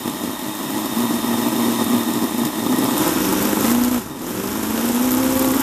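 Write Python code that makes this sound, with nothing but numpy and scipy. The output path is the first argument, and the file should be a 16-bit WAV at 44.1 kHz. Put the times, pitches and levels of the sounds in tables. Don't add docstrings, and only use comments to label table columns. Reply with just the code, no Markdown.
import sys
import numpy as np
from scipy import signal
from scipy.fft import rfft, irfft
from scipy.io import wavfile
from scipy.ndimage import uniform_filter1d

SR = 44100
rng = np.random.default_rng(int(sys.argv[2]) if len(sys.argv) > 2 else 0)


def store_wav(level_fs):
    pcm = np.round(np.clip(np.atleast_2d(level_fs), -1, 1) * 32767)
    wavfile.write(sys.argv[1], SR, pcm.T.astype(np.int16))


def attenuation_scalar(level_db):
    decades = np.asarray(level_db, float) / 20
    return 10 ** decades


N = 247842

# delay in seconds, level in dB.
WALL_ECHOES = [(.0031, -26.5), (.0057, -19), (.0092, -19.5), (.0151, -20), (.023, -44)]
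# start in seconds, peak in dB, pitch in Hz.
BENCH_KNOCKS = [(0.037, -33, 137), (0.102, -33, 140), (0.272, -31, 105), (0.457, -30, 135),
                (0.647, -30, 144), (0.723, -33, 127), (0.796, -34, 105.7), (0.89, -32, 140),
                (1.025, -32, 126), (1.17, -34, 108.1), (1.253, -32, 153.1), (1.321, -30.5, 115),
                (1.385, -37, 117), (1.466, -30, 135.3), (1.53, -35, 145.2), (1.601, -31, 135.6),
                (1.663, -34, 132.7), (1.723, -30, 121), (1.825, -30, 108.2), (1.889, -36, 113.3),
                (1.949, -29, 114), (2.125, -37, 152.3), (2.127, -31, 127), (2.238, -39, 111.6),
                (2.424, -25, 144.4), (2.601, -35, 109.4), (2.719, -27, 128.4), (2.79, -32, 114),
                (2.838, -28.5, 128.7), (2.922, -29, 153.6), (2.99, -26, 126.7), (3.093, -36, 151.6),
                (3.159, -31.5, 152), (3.271, -30, 130), (3.442, -42, 132.2), (3.601, -35, 151),
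                (3.601, -35, 142), (3.657, -28, 129), (3.697, -42, 153), (3.763, -37, 148.4),
                (3.897, -33, 127), (4.055, -34, 153.8), (4.099, -36, 138), (4.287, -48, 153),
                (4.373, -46, 110.3), (4.47, -37, 121), (4.545, -37, 114), (4.767, -34, 121.2),
                (4.87, -31, 127), (5.038, -38, 134.2), (5.099, -30, 124), (5.209, -31, 133.6),
                (5.278, -30, 146), (5.466, -27, 128), (5.526, -38, 113)]
# order per engine cycle, level in dB re exhaust, # loudest at this
# firing rate in Hz, range in Hz.
CYCLE_TONES = [(2, -25, 178, 25), (5, -19, 192, 10), (10, -22, 255, 25), (12, -21, 255, 20), (14, -18, 197, 12),
               (16, -17, 180, 14), (16, -27, 228, 12), (16, -16.5, 262, 16), (21, -14, 192, 8),
               (24, -21, 211, 7), (26.5, -22, 258, 8), (34.5, -19.5, 263, 8)]
# pitch in Hz, width in Hz, level in dB.
CASTINGS = [(1880, 190, 1.5), (2450, 900, -11), (3130, 160, -9), (3665, 130, 3.5), (5300, 550, -7),
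            (9200, 600, -13), (13760, 450, -5)]
# pitch in Hz, width in Hz, level in dB.
COVER = [(5240, 350, -6.5), (7000, 360, -2), (9300, 400, -4.5), (12300, 270, 1), (13500, 450, -3)]
# start in seconds, peak in dB, centre in Hz.
TICKS = [(0.9838, -18.5, 13600), (1.5948, -22, 13600), (1.8422, -16.5, 12170), (2.1356, -16, 7150),
         (2.3935, -18, 12010), (2.451, -9, 7080), (2.7084, -22, 7540), (2.7244, -16, 6430),
         (2.7852, -14, 11440), (2.8418, -14, 12170), (2.9781, -9.5, 12060), (3.027, -21, 9840),
         (3.0777, -10.5, 12190), (3.255, -21, 12220), (3.3252, -11, 12300), (3.4236, -10, 13120),
         (3.4995, -23, 12300), (3.7703, -17.5, 12160), (3.8361, -10, 7200), (3.849, -15, 12300),
         (3.704, -11, 12200), (3.721, -14, 8300), (2.761, -18, 12300), (2.858, -15, 5270),
         (4.1922, -28, 7710), (4.3971, -23, 5450), (4.4844, -27, 12400), (4.5042, -24, 12300),
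         (4.5276, -22.5, 13220), (4.627, -26, 12900), (4.6458, -25, 13200), (4.8543, -16, 12390),
         (4.8873, -14, 8310), (4.9182, -15, 8000), (4.9551, -20, 10900), (5.0211, -17, 12300),
         (5.116, -19, 10890), (5.1284, -15, 13100), (5.1474, -13, 12300), (5.1784, -16, 12400),
         (5.2408, -18, 12600), (5.3733, -13, 12600), (5.3921, -12, 12600), (5.423, -15, 13100),
         (5.4536, -16, 13600), (5.484, -21, 12600), (5.5154, -14, 12400), (5.5453, -17, 13800),
         (5.5752, -17, 12600)]
JET_BANDS_HZ = [4600, 6300, 8800, 11500]
# frequency in Hz, level in dB per Hz.
HISS_IDLE = [(820, -19), (1400, -9.5), (1900, -4.5), (2400, -8.5), (3300, -4), (4000, -5), (4520, -10.5),
             (5230, -10), (7000, -6), (11300, -7.5), (12800, -6), (13700, -4.5), (14400, -1.5)]
# frequency in Hz, level in dB per Hz.
HISS_OPEN = [(820, -26), (1400, 7.5), (2170, 2), (3550, 2), (4570, -4), (5440, 1.5), (6000, 0.5),
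             (7300, 2.5), (8750, -0.5), (11600, -0.5), (12300, 1), (12800, 2), (13200, 3.5), (14400, -4.5)]
# pitch in Hz, width in Hz, level in dB.
PLATE = [(617, 66, -4), (848, 81, -1.5), (983, 106, -2.5), (1137, 82, -4), (1206, 59, -4), (1299, 99, -8.5)]
# start in seconds, peak in dB.
RAPS = [(0.217, -17), (0.786, -18), (0.976, -14), (1.018, -15), (1.051, -14), (1.164, -17), (1.271, -17),
        (1.311, -17), (1.34, -14), (1.385, -18), (1.481, -16), (1.595, -16), (1.737, -16), (1.806, -14.5),
        (1.878, -17), (1.898, -17), (2.433, -15), (2.582, -18), (2.661, -17.5), (2.724, -11), (2.754, -15),
        (2.824, -16), (2.859, -14), (2.885, -17), (2.971, -12), (3.026, -14), (3.076, -14), (3.324, -13),
        (3.42, -15), (3.57, -15), (3.608, -16), (3.815, -23), (3.944, -21), (4.441, -18), (4.555, -22),
        (4.845, -17), (5.324, -22), (5.422, -21), (5.574, -16), (5.598, -16)]
# frequency in Hz, level in dB.
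EXHAUST = [(25, -93), (70, -32), (120, -22.5), (165, -19.5), (190, -14), (215, -6.5), (242, -5), (290, -5),
           (350, -8.5), (415, -16), (495, -17), (530, -14.5), (585, -36), (1500, -44.5)]
# centre in seconds, loss in dB, length in seconds.
GASPS = [(3.047, 5.5, .008), (3.111, 5.5, .008), (3.148, 6, 0.011), (3.256, 1.5, .01), (3.323, -2, 0.0053),
         (3.395, 0, 0.0071), (3.497, 2, .012), (3.562, 4, .007), (3.598, -2, 0.0053), (3.622, 2, 0.013),
         (3.681, 0, 0.0052), (1.171, 3, 0.0092), (1.264, 4, .009), (1.312, 2, .008), (1.408, 3, .008),
         (1.451, 2, .008), (1.803, 3, 0.0086), (2.13, 6, 0.0099), (2.769, 3, .008), (2.817, 3, 0.0071),
         (2.974, 4, .008), (0.297, 0, .01), (.53, 1, .01), (0.663, 2, .01), (.73, 0, .01),
         (3.99, -2.5, 0.011), (3.9, 7, 0.0096), (4.395, -1.5, 0.007), (4.432, 0, 0.006), (4.495, 0, 0.017),
         (4.532, 1, 0.0069), (4.584, -3, 0.007), (4.655, 2.5, 0.16), (4.819, 5.5, 0.014),
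         (4.922, 2.5, 0.03), (4.989, 2, .012), (5.104, 3, 0.011), (5.226, 2, .008), (5.287, 0, .008),
         (5.319, 6, .005), (5.351, 7, 0.007), (5.39, 3, .01), (5.587, 5, 0.0065), (5.616, 9, 0.0088)]
# strength in dB, lateness as share of a period, gas puff in dB.
CYLINDERS = [(3.2, .005, 3), (.4, -.05, -3), (-1.4, .03, -2), (-5.5, .06, -4), (1.2, -.01, -1),
             (-3.4, -.06, -5), (-.4, .02, -3), (.4, .045, -4)]
# time in seconds, change in dB, reach in seconds.
MISFIRES = [
    (1.05, 4, .012),
    (1.5, 5, .014),
    (2.883, 7, .01),
    (3.903, -30, .006),
    (4.917, -18, .008),
    (4.984, -12, .006),
    (5.098, -23, .007),
    (5.283, -13, .006),
    (5.381, -28, .007),
    (5.576, -23, .006),
]
# centre in seconds, loss in dB, length in seconds.
STUMBLES = [(0.028, 6, .025), (0.075, -6, .025), (0.139, 3, 0.023), (0.203, 5, 0.018), (0.25, -5, 0.036),
            (0.375, 8, 0.026), (0.485, -1.5, 0.036), (0.558, 4, 0.036), (0.765, -3, 0.03),
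            (0.823, 2, 0.015), (0.844, -1.5, .015), (0.899, 4, 0.029), (0.938, 3, 0.022),
            (1.024, -2, 0.019), (1.061, 6, 0.014), (1.117, 2, 0.016), (1.215, 7, 0.043), (1.357, 3, 0.027),
            (1.414, 4, 0.015), (1.502, 9, 0.014), (1.552, 4, 0.017), (1.615, 2, 0.01), (1.757, 6, 0.024),
            (1.856, 7, 0.021), (1.94, -3, 0.024), (2.038, 8, 0.031), (2.118, 2.5, 0.0306),
            (2.193, 6, 0.019), (2.302, 10, 0.034), (2.367, 9, 0.013), (2.438, 5, 0.0094),
            (2.52, 12.5, 0.037), (2.563, 5, 0.022), (2.628, 8, 0.029), (2.689, 3.5, 0.013),
            (2.762, 5, 0.011), (2.88, 6, 0.011), (2.902, 2.5, 0.0059), (2.951, 5.5, 0.0075)]
# time in seconds, firing rate in Hz, burn scatter in dB.
SPEED = [(0, 100, 5.2), (.88, 105, 4.8), (1.0, 119, 3.4), (2.62, 118, 3.8), (2.93, 135, 4.5),
         (3.0, 154, 4.4), (3.24, 185, 5.6), (3.58, 201, 5.2), (3.73, 236, 2.6), (3.97, 249, 2.5),
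         (4.02, 192, 4), (4.13, 146, 5), (4.32, 190, 5.5), (4.45, 206, 5), (4.64, 213, 5), (5.04, 250, 3.2),
         (5.22, 257.5, 2.8), (5.62, 265, 2.6)]
# time in seconds, load as exhaust level in dB, gas flow in dB.
THROTTLE = [(0, -31.5, -31.5), (.5, -32.5, -31), (.9, -28, -28.5), (1.0, -23, -28), (1.65, -22, -26.5),
            (2.45, -22.5, -28.5), (2.72, -21, -28), (3.07, -23.5, -24.5), (3.15, -24, -28),
            (3.58, -24, -28), (3.7, -20.5, -26), (3.78, -20.5, -30), (3.96, -23, -31.5),
            (4.04, -38.5, -38.5), (4.15, -35.5, -40), (4.3, -31.5, -34.5), (4.88, -22, -30),
            (5.62, -22.5, -29)]
STRONG_S = [3.334, 3.417, 3.494, 3.572, 3.648, 3.751, 3.85, 3.947, 4.52, 5.015, 5.078, 5.173, 5.265, 5.357,
            5.448, 5.54, 5.599]


def level(x, span=0.26):
    return x / np.sqrt(uniform_filter1d(x ** 2, int(span * SR)) + 1e-9)


def curve(table):
    s, *columns = np.transpose(table)
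    return [np.interp(np.arange(N) / SR, s, c) for c in columns]


def bump(s, length):
    return np.exp(-((np.arange(N) / SR - s) / length) ** 2)


def bumps(table):
    return sum(db * bump(s, length) for s, db, length in table)


def colour(x, points, size=8192):
    hz, db = np.transpose(points)
    bins_hz = np.arange(size // 2 + 1) * SR / size
    gain = np.interp(np.log(bins_hz + 1), np.log(hz), db) * np.log(10) / 20
    cep = irfft(gain)
    cep[1:size // 2] *= 2
    cep[size // 2 + 1:] = 0
    return signal.fftconvolve(x, irfft(np.exp(rfft(cep))))[:N]


def ring(x, modes):
    out = 0
    for k, (hz, width, db) in enumerate(modes):
        mode = signal.lfilter(*signal.iirpeak(hz, hz / width, SR), x)
        out = out + (-1) ** k * attenuation_scalar(db) * mode
    return out


def impulses(at, size):
    whole = np.clip(at.astype(int), 0, N - 1)
    part = at - np.floor(at)
    early = np.bincount(whole, size * (1 - part), N + 1)
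    late = np.bincount(whole + 1, size * part, N + 1)
    return (early + late)[:N]


def walk(rate):
    k = int(SR / rate)
    steps = np.repeat(rng.standard_normal(N // k + 1), k)
    return 0.576 * uniform_filter1d(uniform_filter1d(steps, k), k)[:N]


def idling(hz):
    return np.interp(hz, (120, 180), (1, 0))


def firing_places(turns):
    count = np.arange(1, int(turns[-1]))
    return count, np.interp(count, turns, np.arange(N))


def shop(x):
    t60_s = .2
    t = np.arange(int(.5 * SR)) / SR
    tail = rng.standard_normal(len(t)) * attenuation_scalar(-60 * t / t60_s) * (t > .006)
    return attenuation_scalar(-10.5) * signal.fftconvolve(x, tail / np.linalg.norm(tail))[:N]


def walls(near):
    delay, db = np.transpose(WALL_ECHOES)
    return signal.fftconvolve(near, impulses(delay * SR, attenuation_scalar(db))[:2048])[:N]


def rumble(hz):
    shake = [(15, -44), (28, -19), (42, -13.5), (70, -12.0), (110, -5), (300, -51)]  # (Hz, dB)
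    low = colour(rng.standard_normal(N), shake)
    db = -48.5 + 0.1492 * (hz - 127) - .11 * np.maximum(hz - 175, 0)
    db = db + 3.5 * walk(9.5) - 6.0 * bump(4.2, .2)
    return level(low) * attenuation_scalar(db)


def thuds():
    out = np.zeros(N + 4000)
    t = np.arange(4000) / SR
    swell = (t / 0.011) ** 2 * np.exp(-t / 0.011)
    for s, db, hz in BENCH_KNOCKS:
        start = int(s * SR)
        out[start:start + 4000] += attenuation_scalar(db + 2.5) * swell * np.sin(2 * np.pi * hz * t)
    return out[:N]


def cycle_tones(turns, hz):
    out = 0
    for order, db, best_hz, range_hz in CYCLE_TONES:
        flutter = attenuation_scalar(db + 3.5 * walk(20.72))
        resonance = np.exp(-((hz - best_hz) / range_hz) ** 2)
        out = out + flutter * resonance * np.sqrt(2) * np.sin(2 * np.pi * order * turns / 8)
    return out


def whirring_castings(jet):
    gears = attenuation_scalar(0.7 * walk(25.95)) * rng.standard_normal(N) + 0.29 * jet
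    out = 0
    for mode in CASTINGS:
        sharp = ring(ring(gears, [mode]), [(*mode[:2], 0)])
        out = out + attenuation_scalar(1.4 * walk(16)) * sharp
    return level(out)


def gear_rattle(jet):
    note = [(1900, 150, 0)]  # (Hz, width Hz, dB)
    return attenuation_scalar(-58) * level(ring(ring(jet, note), note))


def tappet(turns, hz):
    start = turns[int(5.4545 * SR)] % 8
    at = np.interp(np.arange(start, turns[-1], 8), turns, np.arange(N)).astype(int)
    chance = rng.standard_normal((160, 3))[:len(at)].T
    db = -20 + 0.5 * (hz[at] - 260) - 5 * np.minimum(chance[0], 1)
    return list(zip(at / SR, db, 12600 * (1 + 0.034 * chance[1])))


def ticks(turns, hz):
    out = np.zeros(N + 800)
    t = np.arange(800) / SR
    rows = list(TICKS) + tappet(turns, hz)
    noise = rng.standard_normal((240, 800))
    for (s, db, centre_hz), n in zip(rows, noise):
        tone = signal.lfilter(*signal.iirpeak(centre_hz, 14.0, SR), n)
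        broad = np.diff(n, prepend=0)
        contact = (2.4 * tone + 0.42 * broad) * (1 - np.exp(-t / 0.00073)) * np.exp(-t / 0.0023)
        cover = .8 * ring(n, COVER) * (1 - np.exp(-t / 0.001)) * np.exp(-t / .005)
        out[int(s * SR):int(s * SR) + 800] += attenuation_scalar(db + 2.0) * (contact + cover)
    return out[:N]


def gas(puffs, hz):
    opening = np.clip((hz - 125) / 60, 0, 1)
    t = np.arange(400) / SR
    flare = (1 - np.exp(-t / 0.0011)) * np.exp(-t / 0.0013)
    flares = signal.fftconvolve(puffs, flare[None])[:, :N]
    crackle = np.array([[.7], [.9], [.8], [.8], [1.1]]) * (1.17 + 0.48 * opening)
    jets = (0.57 + crackle * flares) * attenuation_scalar(0.73 * walk(14)) * rng.standard_normal((5, N))
    band = np.searchsorted(JET_BANDS_HZ, np.fft.rfftfreq(N, 1 / SR))
    jet = irfft(np.choose(band, rfft(jets)), N)
    idle, wide = level(colour(jet, HISS_IDLE)), level(colour(jet, HISS_OPEN))
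    wide = wide + attenuation_scalar(-16) * level(ring(jet, COVER[3:4]))
    return (1 - opening) * idle + opening * wide, jet


def raps():
    s, db = np.transpose(RAPS)
    t = np.arange(900) / SR
    blow = ring(1. * (t == 0), PLATE)
    crack = ring(rng.standard_normal(900), [(3000, 3900, 0)]) * np.exp(-t / 0.0029)
    blow = blow / abs(blow).max() + attenuation_scalar(-12) * crack
    return signal.fftconvolve(impulses(s * SR, attenuation_scalar(db - 5.5)), blow)[:N]


def plate_bark(pulses, jet):
    return level(level(ring(pulses, PLATE)) + 1.15 * level(ring(jet, PLATE)))


def in_step(turns):
    pipe_lag_s, ease_from_s = .003, 2.7
    at = ((np.array(STRONG_S) - pipe_lag_s) * SR).astype(int)
    shift = np.unwrap(np.append(0, -turns[at] % 8), period=8)
    return turns + np.interp(np.arange(N), np.append(ease_from_s * SR, at), shift)


def firings(turns, hz, scatter_db):
    count, at = firing_places(turns)
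    place = at.astype(int)
    scatter_db, hz = scatter_db[place], hz[place]
    strength_db, late, puff_db = np.transpose(CYLINDERS)[:, count % 8]
    chance = rng.standard_normal((1200, 8))[count].T
    habit = 1.1 - .5 * idling(hz)
    at = np.minimum(at + (habit * late + .0145 * scatter_db * chance[0]) * SR / hz, N - 1)
    burn_db = habit * strength_db + scatter_db * np.minimum(chance[1], .6)
    burn_db = burn_db + sum(db * (abs(at / SR - s) < reach) for s, db, reach in MISFIRES)
    puff_db = puff_db + .5 * burn_db + 3.0 * np.clip(chance[2], -2, 1.5)
    puffs = [impulses(at, attenuation_scalar(puff_db + 4.0 * np.clip(c, -2, 1.7))) for c in chance[3:]]
    return impulses(at, attenuation_scalar(burn_db)), puffs


def manifold(turns, scatter_db):
    note_hz, width_hz = 246, 22
    _, at = firing_places(turns)
    beat = impulses(at, np.interp(scatter_db[at.astype(int)], (3.2, 5.2), (1, 0)))
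    near = np.exp(-((np.fft.rfftfreq(N, 1 / SR) - note_hz) / width_hz) ** 2)
    return .8 * irfft(rfft(beat) * near, N)


def exhaust_pipe(pulses, turns, hz, scatter_db):
    roar = .105 * scatter_db * level(colour(rng.standard_normal(N), EXHAUST))
    pipe = level(colour(pulses + manifold(turns, scatter_db), EXHAUST)) + roar
    pipe = pipe - .45 * idling(hz) * ring(pipe, [(520, 280, 0)])
    return level(pipe + shop(pipe), .07)


def scene():
    exhaust_db, hiss_db = curve(THROTTLE)
    hz, scatter_db = curve(SPEED)
    loss_db = bumps(STUMBLES)
    hz = hz - .9 * np.roll(loss_db, int(.02 * SR))
    scatter_db = scatter_db + .2 * loss_db
    exhaust_db, hiss_db = exhaust_db - loss_db, hiss_db - .2 * loss_db
    load_db, flow_db = exhaust_db + 22, hiss_db + 29
    bark_db = -29.5 + .12 * load_db + .94 * flow_db + .0067 * (hz - 116)
    castings_db = -35 + .098 * load_db + .95 * flow_db - 0.115 * np.maximum(hz - 125, 0)
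    turns = in_step(np.cumsum(hz * (1 + .013 * walk(9))) / SR + .4)

    lope = np.cos(2 * np.pi * (turns - turns[int(1.565 * SR)]) / 8) * idling(hz)
    exhaust_db, bark_db = exhaust_db - 1.2 * lope, bark_db - 1.2 * lope
    swing = np.cos(2 * np.pi * (turns / 8 - .05)) * (1 - idling(hz))
    exhaust_db = exhaust_db + .4 * swing - bumps(GASPS)
    overrun = bump(4.12, .11)
    bark_db, castings_db = bark_db + 3 * overrun, castings_db + 3 * overrun

    pulses, puffs = firings(turns, hz, scatter_db)
    hiss, jet = gas(puffs, hz)
    near = attenuation_scalar(castings_db) * whirring_castings(jet) + overrun * gear_rattle(jet)
    near = near + ticks(turns, hz) + attenuation_scalar(hiss_db + 3.0) * hiss
    near = near + raps() + attenuation_scalar(bark_db) * plate_bark(pulses, jet)
    exhaust = exhaust_pipe(pulses, turns, hz, scatter_db) + cycle_tones(turns, hz)
    bench = rumble(hz) + thuds()
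    return (bench + 0.94 * (near + walls(near)) + attenuation_scalar(exhaust_db + 4.5) * exhaust)[None]


def roll_off(x):
    return signal.sosfilt(signal.butter(12, 14245, fs=SR, output="sos"), x)


def record(dry):
    top = signal.ellip(12, .2, 80, 14245, fs=SR, output="sos")
    rounded = np.tanh(1.126 * dry) / 1.116
    return roll_off(signal.sosfilt(top, rounded))


dry = scene()
out = record(dry)
store_wav(out)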